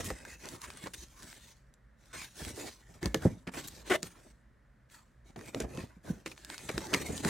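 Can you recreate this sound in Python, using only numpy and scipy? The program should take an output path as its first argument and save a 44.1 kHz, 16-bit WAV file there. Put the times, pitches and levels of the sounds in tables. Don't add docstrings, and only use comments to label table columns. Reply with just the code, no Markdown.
import sys
import numpy as np
from scipy import signal
from scipy.fft import rfft, irfft, next_fast_len
from scipy.io import wavfile
from scipy.ndimage import uniform_filter1d, map_coordinates

SR = 44100
rng = np.random.default_rng(int(sys.argv[2]) if len(sys.argv) > 2 else 0)


def store_wav(level_fs):
    pcm = np.round(np.clip(np.atleast_2d(level_fs), -1, 1) * 32767)
    wavfile.write(sys.argv[1], SR, pcm.T.astype(np.int16))


N = 321467

# (time [s], relative level [dB], centre frequency [Hz])
IMPACTS = [(0.103, -30, 576), (0.118, -38, 170), (0.837, -37, 210), (0.872, -44.5, 116),
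           (2.415, -39.5, 113), (3.029, -27, 265), (3.056, -22, 253), (3.144, -21, 364), (3.164, -29, 170),
           (3.2516, -18.5, 468), (3.254, -11, 169), (3.473, -30, 207), (3.91, -23.5, 363),
           (4.032, -34, 273), (5.364, -42, 285), (5.545, -30, 442), (5.602, -29, 387), (5.778, -28.5, 237),
           (5.966, -43.5, 173), (6.1, -21, 170), (6.26, -36, 312), (6.693, -30, 395), (6.741, -31.5, 124),
           (6.777, -27, 292), (6.941, -23, 317), (7.253, -23, 226)]
# (frequency [Hz], level [dB])
BUCKLING_SPECTRUM = [(300, -20), (900, 8.5), (2100, 1.5), (3000, -3), (4000, 1), (7500, -1), (11000, -6),
                     (15800, -16)]


def sliding():
    # (frequency [Hz], level [dB])
    hiss_spectrum = [(2300, -8.5), (3000, -3), (3900, -1.5), (4700, -4), (6200, -1), (8200, -2),
                     (11000, -10), (15800, -15.5)]
    rasp_spectrum = [(550, -17.5), (700, -8), (900, 2.5), (1250, 0), (1650, 4.5), (2150, 2.5), (2550, 0),
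                     (3200, -17)]
    flex_spectrum = [(45, -5.5), (75, 4), (120, 1), (190, -1), (290, -0.5), (360, -1.5), (450, -5.5),
                     (600, -7), (780, -13)]
    hiss_gain, rasp_gain, flex_gain = slide_gains()
    catching = amp(1.6 * wobble(60) + wobble(250))
    hiss = catching * friction(N, rough_db=1.0, grain_hz=1573, patchy_db=3.0)
    hiss = unit(filtered(hiss, lambda hz: shape(hiss_spectrum, hz)))
    rasp = catching * friction(N, rough_db=2.0, grain_hz=580, patchy_db=5.0)
    rasp = unit(filtered(rasp, lambda hz: shape(rasp_spectrum, hz)))
    flex = friction(N, rough_db=4.0, grain_hz=61.8, patchy_db=2.5)
    flex = unit(filtered(flex, lambda hz: shape(flex_spectrum, hz)))
    return hiss_gain * hiss + rasp_gain * rasp + np.hypot(flex_gain, settling()) * flex


def slide_gains():
    # (time [s], rise [s], hold [s], level [dB], pressure [dB])
    slides = [(0.0, 0.0019, 0.0062, -43, 9), (0.026, 0.034, 0.049, -49, 6.5), (0.107, .03, 0.094, -58, 5.5),
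              (0.226, 0.066, 0.049, -55.5, 0.5), (0.378, 0.08, 0.1, -52, -0.5),
              (0.596, 0.04, 0.021, -51, -6.5), (0.649, .03, .12, -59.5, 2), (0.8, 0.04, 0.021, -51.5, -1.5),
              (0.924, 0.058, 0.056, -53.5, -7.5), (1.08, 0.19, 0.11, -55.5, -6.5),
              (1.355, 0.081, 0.088, -61.5, -11), (1.966, 0.11, 0.044, -67, 0.5),
              (2.127, 0.013, 0.11, -48.5, -6.5), (2.336, 0.086, 0.084, -46.5, -2.5),
              (2.532, 0.061, 0.099, -48.5, -5), (2.836, 0.12, 0.015, -64, 5.5),
              (3.007, 0.031, 0.035, -53, 14), (3.147, .005, 0.021, -50, -2),
              (3.199, 0.042, 0.033, -52, 8.5), (3.514, .06, 0.03, -49.5, 4.5),
              (3.605, 0.02, 0.051, -55.5, 3), (3.68, 0.052, 0.089, -58, 3), (3.841, 0.047, 0.026, -51.5, 4),
              (4.021, 0.0078, 0.045, -52.5, -2), (4.1, 0.048, 0.16, -67.5, 4),
              (4.887, 0.072, .003, -57.5, -10.5), (5.241, 0.039, .02, -67.5, 1.5),
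              (5.358, .01, .07, -62, 11), (5.429, .04, .025, -55, 4.5), (5.526, 0.038, 0.083, -58.5, 15.5),
              (5.661, 0.13, 0.046, -56.5, 10), (6.027, 0.076, 0.0082, -53, 6.5),
              (6.251, 0.014, 0.062, -59, 6), (6.35, 0.036, 0.092, -62, 4.5),
              (6.474, 0.053, 0.023, -50.5, 1), (6.572, 0.049, 0.12, -53.5, 0), (6.721, 0.069, .12, -51, 7),
              (6.907, 0.041, 0.073, -46, 6.5), (7.029, 0.044, 0.13, -49, 5.5), (7.218, 0.064, .02, -39, 5)]
    swell_db, stop_t60 = 18, 0.11
    creep_db, creep_t60 = -7.5, 0.54
    power, t = np.zeros((3, N)), np.arange(SR) / SR
    for start, rise, hold, db, pressure_db in slides:
        to_go = np.maximum(1 - t / rise, 0)
        swell = amp(-swell_db * to_go ** 2) * (1 - to_go ** 10)
        after = np.maximum(t - rise - hold, 0)
        speed = swell * np.maximum(fade(after, stop_t60), amp(creep_db) * fade(after, creep_t60))
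        rasp_db = -1.5 + 0.22 * pressure_db
        layers = amp([[0], [rasp_db], [pressure_db]])
        add(power, start, (amp(db) * layers * speed) ** 2)
    return np.sqrt(power)


def friction(size, rough_db, grain_hz, patchy_db):
    def patches(bins, frames):
        across_frequency = uniform_filter1d(rng.standard_normal(spectra.shape[1:]), bins, axis=0)
        return unit(uniform_filter1d(across_frequency, frames, axis=1))

    spectra = signal.stft(rng.standard_normal((2, size + 4096)), nperseg=1024)[2]
    colour_db = patchy_db * (patches(bins=4, frames=7) + .7 * patches(bins=28, frames=10))
    noise = signal.istft(spectra * amp(colour_db), nperseg=1024)[1][:, :size]
    return stereo(noise * amp(rough_db * wobble(grain_hz, size)))


def scrapes(rise_s, release_t60):
    # (time [s], duration [s], level [dB], tilt above 800 Hz [dB/octave])
    bursts = [(0.043, 0.033, -43.5, 6), (0.436, 0.044, -48, -5.5), (0.857, 0.0196, -42.5, -5.5),
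              (0.935, 0.012, -42.5, 2.5), (2.136, 0.024, -49.5, -2.5), (2.394, .035, -51, -5.5),
              (2.571, 0.123, -47, -18), (3.469, 0.026, -45, -5.5), (3.537, 0.012, -46.5, -1),
              (3.57, 0.027, -43, -2.5), (3.672, 0.012, -44, 9), (3.898, 0.063, -34, -1.5),
              (5.359, 0.0083, -47.5, -8.5), (5.599, 0.025, -44, -1.5), (6.259, 0.02, -45, -2),
              (6.687, 0.016, -41.5, -3), (6.9305, .011, -31.5, -2.5), (7.234, 0.012, -41.5, -7)]
    # (frequency [Hz], level [dB])
    spectrum = [(120, -35.5), (300, 5), (900, -3.5), (1800, 5), (2800, -0.5), (4000, -5), (7000, -3.5),
                (11000, -10), (15800, -20)]
    out, t = np.zeros((2, N)), np.arange(SR // 6) / SR
    for start, duration, db, tilt_db in bursts:
        tilt = lambda hz: amp(tilt_db * np.log2(np.maximum(hz, 800) / 800))
        grit = friction(len(t), rough_db=1.0, grain_hz=696, patchy_db=2.0)
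        grit = unit(filtered(grit, lambda hz: shape(spectrum, hz) * tilt(hz)))
        envelope = (1 - np.exp(-t / rise_s)) * fade(np.maximum(t - duration, 0), release_t60)
        add(out, start, amp(db) * grit * envelope)
    return out


def snaps(crack_t60, shell_t60, gain_db):
    # (time [s], relative level [dB], shell pitch [Hz], ring re crack [dB])
    buckles = [(0.103, -27, 1460, -3.5), (0.251, -46, 1690, 12), (0.488, -32.5, 7240, -6),
               (0.617, -33.5, 6240, -12), (0.64, -42.5, 1860, 6), (0.703, -32.5, 2530, -9),
               (0.772, -45, 9200, 7), (0.839, -39, 1700, 1), (0.871, -33.5, 1390, -9.5),
               (1.7393, -52, 7230, -6), (3.029, -28.5, 2080, -8), (3.058, -21, 4200, -13),
               (3.1447, -15, 1728, -12.5), (3.474, -43, 2300, 9), (3.684, -36, 7500, -2),
               (4.03, -20, 5130, -35), (5.3615, -40.5, 1370, -14), (5.3913, -42, 2100, -3),
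               (5.411, -39.5, 1800, -5.5), (5.5468, -24, 1443, -33), (5.6027, -26, 6800, -10),
               (5.774, -32.5, 1560, -37), (6.261, -31.5, 2515, 3), (6.3159, -44, 2600, 8),
               (6.378, -40, 2354, -10), (6.4481, -32, 6970, -17), (6.501, -27.5, 1693, -13),
               (6.544, -34, 1540, -9), (6.58, -32, 4700, -7), (6.6905, -35, 2220, 11),
               (6.7794, -19, 1660, -18), (6.939, -14.5, 3020, -5), (6.945, -16, 2057, 1),
               (7.1782, -28.5, 3660, -7), (7.249, -17.5, 1860, -34)]
    out, t = np.zeros((2, N)), np.arange(SR // 8) / SR
    onset = t < crack_t60 / 3
    for start, db, shell_hz, ring_db in buckles:
        broad = lambda hz: shape(BUCKLING_SPECTRUM, hz) * bell(hz, shell_hz, octaves=1.5)
        narrow = lambda hz: shape(BUCKLING_SPECTRUM, hz) * (bell(hz, shell_hz, octaves=.12) + amp(-21))
        noise = stereo(rng.standard_normal((2, len(t))))
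        crack = filtered(noise * fade(t, crack_t60), broad)
        ring = filtered(noise * fade(t, shell_t60), narrow)
        snap = crack / crack[:, onset].std() + amp(ring_db) * ring / ring[:, onset].std()
        add(out, start, amp(db + gain_db) * snap)
    return out


def knocks(gain_db, attack_cycles, hold_s, damping_t60, free_db):
    # (frequency [Hz], level [dB], t60 [s])
    pack_modes = [(111, -6, .12), (139, -3, 0.098), (174.6, 1.5, 0.11), (213, -3.5, 0.11), (257, -5, 0.11),
                  (320.5, -2.5, 0.11), (352.7, -2, 0.087), (436, -0.5, 0.074), (516.4, -2, 0.088),
                  (645, 1, 0.045), (772, -4, 0.075)]
    out, t = np.zeros((2, N)), np.arange(SR // 3) / SR
    hz, mode_db, t60 = np.transpose(pack_modes)[:, :, None]
    for start, db, centre_hz in IMPACTS:
        detune, size, phase = rng.standard_normal((3, len(pack_modes), 1))
        contact_s = attack_cycles / centre_hz
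        swing = np.sin(2 * np.pi * (hz * (1 + 0.016 * detune) * t + 0.14 * phase))
        modes = amp(mode_db + 2.1 * size) * bell(hz, centre_hz, octaves=0.56) * fade(t, t60) * swing
        attack = 1 - np.exp(-t / contact_s)
        damping = fade(np.maximum(t - hold_s, 0), damping_t60) + amp(free_db)
        add(out, start, unit(modes.sum(0) * attack * damping) * amp(db + gain_db))
    return out


def settling(gain_db=-26.5, t60=0.29):
    power, t = np.zeros((1, N)), np.arange(SR) / SR
    for start, db, _ in IMPACTS:
        add(power, start, (amp(db + gain_db) * fade(t, t60)) ** 2)
    return np.sqrt(power[0])


def booms(pitch_hz, t60):
    # (time [s], level [dB])
    onsets = [(0.107, -32.5), (0.979, -40), (2.41, -38), (3.06, -26), (3.255, -39), (5.613, -34),
              (6.1, -38), (6.751, -35)]
    out, t = np.zeros((2, N)), np.arange(SR // 3) / SR
    boom = np.sin(2 * np.pi * pitch_hz * t) * fade(t, t60) * (1 - np.exp(-t / 0.0049))
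    for start, db in onsets:
        add(out, start, amp(db) * boom)
    return out


def judder(jitter, grit_share):
    # (time [s], slip rate [Hz], level [dB])
    course = [(3.896, 335, -60.5), (3.904, 397, -27.5), (3.914, 360, -25.5), (3.921, 365, -22),
              (3.932, 370, -31.5), (3.945, 620, -30), (3.959, 640, -32), (3.967, 700, -66)]
    # (frequency [Hz], bandwidth [Hz], level [dB])
    resonances = [(353.6, 81, 0.5), (633, 130, -0.5), (1240, 750, -9), (1450, 170, -0.5), (2000, 300, -8),
                  (3470, 840, -18)]

    def shell(hz):
        return sum((-1) ** k * amp(db) * 1j * hz * width / (centre ** 2 - hz ** 2 + 1j * hz * width)
                   for k, (centre, width, db) in enumerate(resonances))

    t = np.arange(N) / SR
    times, rates, levels = np.transpose(course)
    slip_hz = np.interp(t, times, rates) * (1 + jitter * wobble(300))
    slips = np.diff(np.floor(np.cumsum(slip_hz) / SR), prepend=0)
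    force = unit(slips) * np.array([[1], [.6]]) + grit_share * rng.standard_normal((2, N))
    envelope = amp(np.interp(t, times, levels)) * (t > times[0]) * (t < times[-1])
    return unit(stereo(filtered(force, shell))) * envelope


def crinkle(per_second, gain_db, scatter_db, t60):
    out, t = np.zeros((2, N)), np.arange(SR // 50) / SR
    effort = slide_gains()[0]
    for when, size, pitch in rng.random((int(per_second * N / SR), 3)):
        centre_hz = 1800 * 5 ** pitch
        burst = stereo(rng.standard_normal((2, len(t)))) * fade(t, t60)
        tick = filtered(burst, lambda hz: shape(BUCKLING_SPECTRUM, hz) * bell(hz, centre_hz, octaves=1))
        peak = effort[int(when * N)] * amp(gain_db + scatter_db * size ** 2)
        add(out, when * N / SR, peak * tick / abs(tick).max())
    return out


def room(x):
    # (frequency [Hz], t60 [s])
    decay_times = [(150, 0.34), (1500, 0.081), (10000, 0.13)]
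    out, step = np.zeros((2, N)), SR // 5
    for start in range(0, N, step):
        hz, t, spectra = signal.stft(rng.standard_normal((2, SR // 4)), SR, nperseg=256)
        decay = fade(t, along(decay_times, hz)[:, None])
        tail = stereo(signal.istft(spectra * decay, SR, nperseg=256)[1])
        mono = x[:, start:start + step].mean(0)[None]
        reflections = signal.fftconvolve(mono, tail / np.linalg.norm(tail[0]), axes=1)
        add(out, start / SR + .004, reflections)
    return out


def background(low_db, hiss_db):
    # (frequency [Hz], level [dB])
    spectrum = [(15, -45), (25, -18.5), (39, -8), (59, -2.5), (87, -24.5), (123, -10), (175, -22),
                (242, -18.5), (277, -26.5), (416, -32.5), (575, -28.5), (796, -37.5), (1840, -30.5),
                (2480, -44.5)]
    low = filtered(stereo(rng.standard_normal((2, N))), lambda hz: shape(spectrum, hz))
    hiss = filtered(stereo(rng.standard_normal((2, N))), lambda hz: bell(hz, 4900, octaves=0.94))
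    return amp(low_db) * unit(low) + amp(hiss_db) * unit(hiss)


def stereo(pair):
    # (frequency [Hz], side re mid [dB])
    width = [(60, -16.5), (200, -12.5), (500, -6), (1000, -0.5), (2000, -21), (4000, -5), (8000, -9),
             (12000, -6)]
    side = filtered(pair[1], lambda hz: amp(along(width, hz)))
    return np.array([pair[0] + side, pair[0] - side])


def amp(db):
    return 10 ** (np.asarray(db) / 20)


def unit(x):
    return x / np.sqrt(np.mean(x ** 2) + 1e-20)


def along(points, hz):
    frequencies, values = np.transpose(points)
    return np.interp(np.log(hz + 1), np.log(frequencies), values)


def shape(points, hz):
    edge = np.minimum(hz / points[0][0], points[-1][0] / (hz + 1))
    return amp(along(points, hz)) * np.minimum(1, edge) ** 2


def bell(hz, centre_hz, octaves):
    return 1 / np.sqrt(1 + (np.log2((hz + 1) / centre_hz) / octaves) ** 4)


def fade(t, t60):
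    return np.exp(-np.log(1000) * t / t60)


def wobble(rate, size=N):
    knots = rng.standard_normal(int(size * rate / SR) + 4)
    return map_coordinates(knots, [np.arange(size) * rate / SR])


def filtered(x, response):
    size = x.shape[-1]
    padded = next_fast_len(size + 4096)
    return irfft(rfft(x, padded) * response(np.fft.rfftfreq(padded, 1 / SR)), padded)[..., :size]


def add(out, start, sound):
    part = out[:, max(0, round(start * SR)):][:, :sound.shape[-1]]
    part += sound[..., :part.shape[1]]


def scene():
    packs = sliding() + scrapes(rise_s=0.00053, release_t60=0.026)
    packs += snaps(crack_t60=0.01, shell_t60=.045, gain_db=-11.5)
    packs += knocks(gain_db=-20.5, attack_cycles=0.55, hold_s=.013, damping_t60=0.048, free_db=-4)
    packs += booms(pitch_hz=58, t60=0.22)
    packs += judder(jitter=.07, grit_share=0.4)
    packs += crinkle(per_second=22, gain_db=8.5, scatter_db=11.5, t60=0.0056)
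    return packs + amp(-16.5) * room(packs) + background(low_db=-61.5, hiss_db=-88)


def record(dry):
    # (frequency [Hz], left re right [dB])
    balance = [(60, -0.5), (110, 0.5), (200, -1.5), (380, 0), (700, -2.5), (1290, -1.0), (2380, 0),
               (4400, 0.5), (8120, 0.0), (15000, 0.0)]
    # (frequency [Hz], lead of the left [rad])
    lead = [(300, 0), (690, -0.4), (1290, .6), (1550, 0), (2800, .1), (4500, .3), (5700, -0.4),
            (12000, -0.6), (16000, -1.2)]
    bottom_hz, top_hz = 38, 16000

    def ports(hz):
        left_over_right = amp(along(balance, hz)) * np.exp(1j * along(lead, hz))
        return left_over_right ** np.array([[.5], [-.5]]) * (hz < top_hz)

    bass_cut = signal.butter(3, bottom_hz, "highpass", fs=SR, output="sos")
    return filtered(signal.sosfilt(bass_cut, dry), ports)


dry = scene()
out = record(dry)
store_wav(out)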